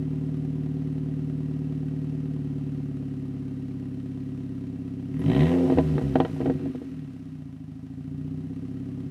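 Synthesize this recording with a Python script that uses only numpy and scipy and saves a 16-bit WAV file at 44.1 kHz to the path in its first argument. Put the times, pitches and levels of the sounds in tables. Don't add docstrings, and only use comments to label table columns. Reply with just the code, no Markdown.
import sys
import numpy as np
from scipy import signal
from scipy.fft import rfft, irfft, next_fast_len
from scipy.io import wavfile
from scipy.ndimage import uniform_filter1d

SR = 44100
rng = np.random.default_rng(int(sys.argv[2]) if len(sys.argv) > 2 else 0)


def gain_from_decibels(decibels):
    exponent = np.asarray(decibels, float) / 20
    return 10 ** exponent


def log_audio(samples):
    frames = np.atleast_2d(samples).T
    limited = np.clip(frames, -1, 1)
    pcm = np.round(limited * 32767).astype(np.int16)
    wavfile.write(sys.argv[1], SR, pcm)


N = 401310
LEAD = SR // 4
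TIME = np.arange(-LEAD, N) / SR
M = len(TIME)
CRACK_LAG_S = 0.0005

# time in seconds, firing rate in Hz.
SPEED = [(0, 37.79), (2.31, 37.51), (2.42, 36.41), (2.81, 36.45), (2.91, 35.56), (3.98, 34.33),
         (4.32, 34.92), (4.79, 33.19), (5.1, 34.22), (5.22, 42.45), (5.44, 80.85), (5.54, 87.96),
         (5.68, 85.77), (6.11, 66.79), (6.54, 54.35), (7.08, 34.68), (7.62, 25.69), (8.75, 34.22)]
# frequency in Hz, width in Hz, then level in dB for all firings,
# for alternate firings, for one odd cylinder and for a pop.
PIPE = [(78, 17, -33, -52.5, -49.5, -36), (99.5, 61.5, -1.5, -30.5, -39, -11), (150.1, 30, 8, -14, -34, 0),
        (205.5, 86.5, -4.5, -19.5, -40.5, -17), (264.7, 38.7, 3.5, 4, -22.5, 10.5)]
RINGING = [(342, 35, -16.5, -6.5, -31, 7), (372.3, 25.9, 7, 4.5, 9.5, -20),
           (469.1, 59.7, -4.5, -2.5, -14, 5), (509, 36, -7.5, -35.5, -26.5, -15)]
# frequency in Hz, width in Hz, level for firings in dB, level for a pop in dB.
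BARK = [(637.6, 75, 0, -8), (752, 97, -3, -11.5), (870, 217, -12.5, -21), (1002, 30, -5, -19)]
RASP = [(1238, 314, -5.5, -28.5), (1583, 330, -10.5, -28), (1899, 83, -5, -25), (2074, 1200, -10.5, -34.5),
        (2700, 310, -10, -39.5), (3064, 380, -12.5, -38), (3720, 860, -17.5, -43.5), (4150, 490, -23, -49)]
# time in seconds, length in seconds, pitch in Hz, level in dB.
WHISTLE = (5.2, .03, 11150, -64)


def evened(x, seconds=None):
    if seconds is None:
        return x / np.sqrt(np.mean(x ** 2) + 1e-20)
    size = round(seconds * SR)
    power = uniform_filter1d(uniform_filter1d(x ** 2, size), size)
    return x / np.sqrt(abs(power) + 1e-20)


def curves(rows):
    s, *columns = np.transpose(rows)
    return [np.interp(TIME, s, c) for c in columns]


def causal(gain):
    log_gain = np.log(np.maximum(np.r_[gain, gain[-2:0:-1]], 1e-6))
    spectrum = np.exp(np.conj(signal.hilbert(log_gain)))
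    return np.fft.ifft(spectrum).real[:len(gain) // 2]


def ring(x, modes, column, steep=1.324):
    hz = np.fft.rfftfreq(2 ** 15, 1 / SR)
    power = 0
    for mode in modes:
        off_centre = 2 * (hz - mode[0]) / mode[1]
        power = power + gain_from_decibels(mode[column]) ** 2 / (1 + off_centre ** 2) ** (2 * steep)
    return signal.oaconvolve(x, causal(np.sqrt(power)))[:len(x)]


def shaped(points):
    f, db = np.transpose(points)
    hz = np.fft.rfftfreq(M, 1 / SR)
    gain = gain_from_decibels(np.interp(np.log(hz + 1), np.log(f), db))
    return evened(irfft(rfft(rng.standard_normal(M)) * gain, M))


def clicks(s, size):
    at = np.clip(s * SR + LEAD, 0, M - 2)
    whole = at.astype(int)
    early = np.bincount(whole, size * (1 - at + whole), M)
    late = np.bincount(whole + 1, size * (at - whole), M)
    return early + late


def firings():
    turns = np.cumsum(curves(SPEED)[0]) / SR
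    turns = turns - turns[LEAD] + 0.09
    number = np.arange(int(turns[0]), int(turns[-1]))
    return np.interp(number, turns, TIME), number, rng.standard_normal((len(number), 5))


def throttle():
    # opens in seconds, rise in seconds, hold in seconds, closing in seconds.
    blip = (5.09, 0.21, 0.13, 0.19)
    s, rise, hold, closing = blip
    return np.interp(TIME, s + np.cumsum([0, rise, hold, closing]), [0, 1, 1, 0])


def fuelling():
    # start in seconds, unevenness 0-1, burn as a factor on idle, bass in dB.
    fuel_states = [
        (5.5, 0.03, 2.9, -13.5),
        (5.658, 0.37, 0.53, -7),
        (5.747, 0.14, 1.23, 6),
        (5.965, 0.38, 0.26, -7),
        (6.02, 0.06, 2.6, 7),
        (6.158, 0.52, 0.96, 2.5),
        (6.585, 0.28, 0.19, 6),
        (6.9, 0.01, 0.85, 0),
        (7.4, 0.11, 0.98, 3),
        (8.4, 0.06, 1.08, -0.2),
    ]
    steady_uneven, full_burn_hz, switch_s = 0.03, 42, 0.02
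    s, uneven, burn, bass_db = np.transpose(fuel_states)
    state = np.searchsorted(s, TIME) - 1
    powered = np.maximum(curves(SPEED)[0] / full_burn_hz, 1)
    steps = np.where(state < 0, [steady_uneven + 0 * TIME, powered, 0 * TIME],
                     [np.clip(uneven[state], 0, 1), burn[state], bass_db[state]])
    return uniform_filter1d(steps, round(switch_s * SR), axis=1)


def levels():
    # time in seconds, effort in dB over idle.
    gas_flow = [(0, 4), (2.5, 2), (3.2, 0), (4.0, -1), (5.05, -0.5), (5.14, 1.5), (5.29, 18), (5.37, 20.5),
                (5.68, 20), (5.78, 12), (6.1, 9), (6.35, 5.5), (6.75, -0.5), (7.1, -9), (7.6, -15.5),
                (7.9, -11), (8.3, -2), (9.1, -1)]
    # idle level in dB, dB per dB of effort, dB at open throttle, dB per tenfold speed, least level in dB.
    layers = [
        (-34, 0.6862, 1, -4, -44.5),
        (-49.5, 0.9985, -1.3, 4, -68),
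        (-64.5, 1.26, 0.5, 3, -66),
        (-63, 0.0831, 13.5, 28.5, -81.5),
    ]
    # time in seconds, half length in seconds, swell of the throb in dB, swell of the upper modes in dB.
    burbles = [
        (5.744, 0.02, 2, 2),
        (5.983, .07, 2.5, 2.5),
        (6.188, 0.043, 2.5, 7),
        (6.295, 0.025, 8, 7.5),
        (6.41, 0.029, 5, 5),
        (6.49, 0.052, 6.5, 13),
        (6.63, 0.15, 3.5, 5.5),
        (6.731, .03, -8.5, -4),
        (6.798, 0.016, -10, -3),
        (6.323, 0.014, -11, -7),
    ]
    burble_share = (1.75, 1, 0.13)
    speed, effort = curves(SPEED)[0], curves(gas_flow)[0]
    opening = throttle()
    db = []
    for idle_db, follow, open_db, rise_db, least_db in layers:
        driven_db = idle_db + follow * effort + open_db * opening + rise_db * np.log10(speed / 35)
        db.append(20 * np.log10(np.hypot(gain_from_decibels(driven_db), gain_from_decibels(least_db))))
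    db = np.array(db)
    tuned_hz, tuned_width_hz, tuned_db = 149.4, 9.6, 3
    off_hz = tuned_hz - speed * np.round(tuned_hz / speed)
    db[0] += tuned_db / (1 + (off_hz / tuned_width_hz) ** 2)
    for s, half, low_db, high_db in burbles:
        swell = np.maximum(1 - abs(TIME - s) / half, 0)
        db += np.outer([low_db, *np.multiply(high_db, burble_share)], swell)
    return db


def throb(s, number, chance, modes, order=1):
    path_lag = (0, .0044, .002)
    uneven, lit = (np.interp(s, TIME, c) for c in fuelling()[:2])
    s = s + 0.004 * uneven * chance[:, 0]
    size = gain_from_decibels(8 * uneven * chance[:, 1])
    alternate = (-1.) ** number
    patterns = (lit ** order, alternate, 3.1 * (number % 4 == 0) - 1 - alternate)
    out = 0
    for k, (pattern, lag) in enumerate(zip(patterns, path_lag)):
        out = out + ring(clicks(s + lag, size * pattern), modes, column=k + 2)
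    mouth_lead = 0.22
    out = (signal.hilbert(out, next_fast_len(M))[:M] * np.exp(2j * np.pi * mouth_lead)).real
    return -evened(out, seconds=0.08)


def rumble():
    # frequency in Hz, level in dB per Hz.
    rumble_spectrum = [(20, -19), (80, 0.5), (150, -3.5), (270, -4.5), (400, 14), (700, -1.5),
                       (1500, -27.5), (5000, -64)]
    return gain_from_decibels(-33) * shaped(rumble_spectrum)


def cracks(s, cylinder_db, chance, modes, tonal):
    decay_s, spread_db = 0.005, 4
    train = clicks(s + CRACK_LAG_S, gain_from_decibels(cylinder_db + spread_db * chance))
    puff = np.exp(-np.arange(SR // 20) / SR / decay_s)
    gate = evened(signal.oaconvolve(train, puff)[:M], seconds=0.12)
    idle_share, open_share = 0.22, 0.69
    share = np.clip(idle_share + (open_share - idle_share) * throttle(), 0, 1)
    flow = (1 - share + share * gate) * rng.standard_normal(M)
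    knock = share * evened(ring(train, modes, column=2, steep=1.0), seconds=0.076)
    return evened(evened(ring(flow, modes, column=2, steep=0.73)) + tonal * knock, seconds=0.23)


def bark(s, number, chance):
    bark_cylinders = [-9.5, 1, -7, -6.5]
    odd = 1 - 0.7 * np.interp(s, TIME, throttle())
    return cracks(s, odd * np.take(bark_cylinders, number % 4), odd * chance[:, 2], BARK, tonal=3)


def rasp(s, number, chance):
    rasp_cylinders = [-7.5, -2, -5.5, -5.5]
    # frequency in Hz, width in Hz, level in dB.
    loaded_modes = [(970, 156, 1.5), (2040, 770, -1.5), (3170, 750, -3), (3910, 620, 1.5)]
    plain = cracks(s, np.take(rasp_cylinders, number % 4), chance[:, 3], RASP, tonal=0.6)
    loaded = 0.75 * throttle()
    return (1 - loaded) * plain + loaded * evened(ring(plain, loaded_modes, column=2, steep=1.0))


def hiss(s, chance, rasp_db):
    # frequency in Hz, level in dB per Hz.
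    hiss_spectrum = [(2500, -28), (4000, -7), (5500, -6), (7000, -10.5), (9000, -11), (11000, -14),
                     (13000, -18), (15500, -27)]
    idle_db, rise_db, under_rasp_db = -71.5, 24, -24.5
    speed = curves(SPEED)[0]
    gaining = np.gradient(uniform_filter1d(speed, SR // 12)) * SR
    flow_db = idle_db + rise_db * np.log10(speed / 36) + 0.02 * np.clip(gaining, -60, 150)
    intake_db, intake_rise_s, intake_until_s, intake_fade_s = 2.5, 0.04, 6.5, 0.053
    rush_in = (TIME - WHISTLE[0]) / intake_rise_s + 0.5
    rush_out = (intake_until_s - TIME) / intake_fade_s + 1
    flow_db += intake_db * np.clip(np.minimum(rush_in, rush_out), 0, 1)
    level = np.hypot(gain_from_decibels(flow_db), gain_from_decibels(rasp_db + under_rasp_db))
    train = clicks(s + CRACK_LAG_S, gain_from_decibels(4.1 * chance))
    puffs = signal.oaconvolve(train, np.exp(-np.arange(900) / 200))[:M]
    return level * shaped(hiss_spectrum) * evened(1 + 0.2 * evened(puffs, seconds=0.1))


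def whistle():
    s, length, hz, db = WHISTLE
    u = np.clip((TIME - s) / length + 0.5, 0, None)
    fuzz = ring(rng.standard_normal(M), [(hz, 220, 0)], column=2, steep=0.92)
    return gain_from_decibels(db) * evened(fuzz) * (2 * u) ** 2 * np.exp(2 - 4 * u)


def pops():
    # time in seconds, peak in dB, brightness in dB.
    afterfire = [(5.699, -14.5, -3), (5.722, -12.5, -5), (5.774, -12, -9), (5.784, -7, -1), (5.98, -17, 0),
                 (6.013, -23, -4.5), (6.155, -10.5, 2), (6.201, -10, 5), (6.249, -18.5, 5),
                 (6.361, -44, 13), (6.404, -18, -4.5), (6.413, -25.5, 1), (6.458, -17, 0.5),
                 (6.476, -18, -19), (6.498, -13, -8), (6.597, -35, -10), (6.656, -28.5, -2),
                 (6.749, -25.5, -25), (6.817, -29.5, -21)]
    s, peak_db, bright_db = np.transpose(afterfire)
    t = np.arange(SR // 6) / SR
    body = PIPE + RINGING + [(f, w, 0, 0, 0, db) for f, w, _, db in BARK]
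    low = ring(1. * (t == 0), body, column=5, steep=0.94)
    thump = signal.oaconvolve(clicks(s, gain_from_decibels(peak_db)), low)[:M]
    burst = np.exp(-t / 0.003) + 0.6 * np.exp(-t / 0.011)
    roar = signal.oaconvolve(clicks(s + 0.00096, gain_from_decibels(peak_db + bright_db)), burst)[:M]
    roar = roar * rng.choice([-1., 1.], M)
    high = ring(roar, BARK + RASP, column=3, steep=0.95)
    return (gain_from_decibels(-18.0) * high - thump) / abs(low).max()


def scene():
    throb_db, ringing_db, bark_db, rasp_db = levels()
    s, number, chance = firings()
    low = throb(s, number, chance, PIPE)
    bass = signal.sosfiltfilt(signal.butter(3, 110, fs=SR, output="sos"), low)
    bass_gain = gain_from_decibels(fuelling()[2])
    engine = gain_from_decibels(throb_db) * (low + (bass_gain - 1) * bass + rumble())
    engine += gain_from_decibels(ringing_db) * throb(s, number, 2 * chance, RINGING, order=2)
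    engine += gain_from_decibels(bark_db) * bark(s, number, chance)
    engine += gain_from_decibels(rasp_db) * rasp(s, number, chance)
    mix = engine + hiss(s, chance[:, 3], rasp_db) + whistle() + pops()
    return mix[None, LEAD:]


def band_limit(x):
    return signal.sosfilt(signal.butter(12, 15660, fs=SR, output="sos"), x)


def record(dry):
    cut = signal.sosfilt(signal.butter(3, 50, "high", fs=SR, output="sos"), dry)
    cut = signal.oaconvolve(cut, signal.firwin(255, 15900, fs=SR)[None], "same")
    return band_limit(cut)


dry = scene()
out = record(dry)
log_audio(out)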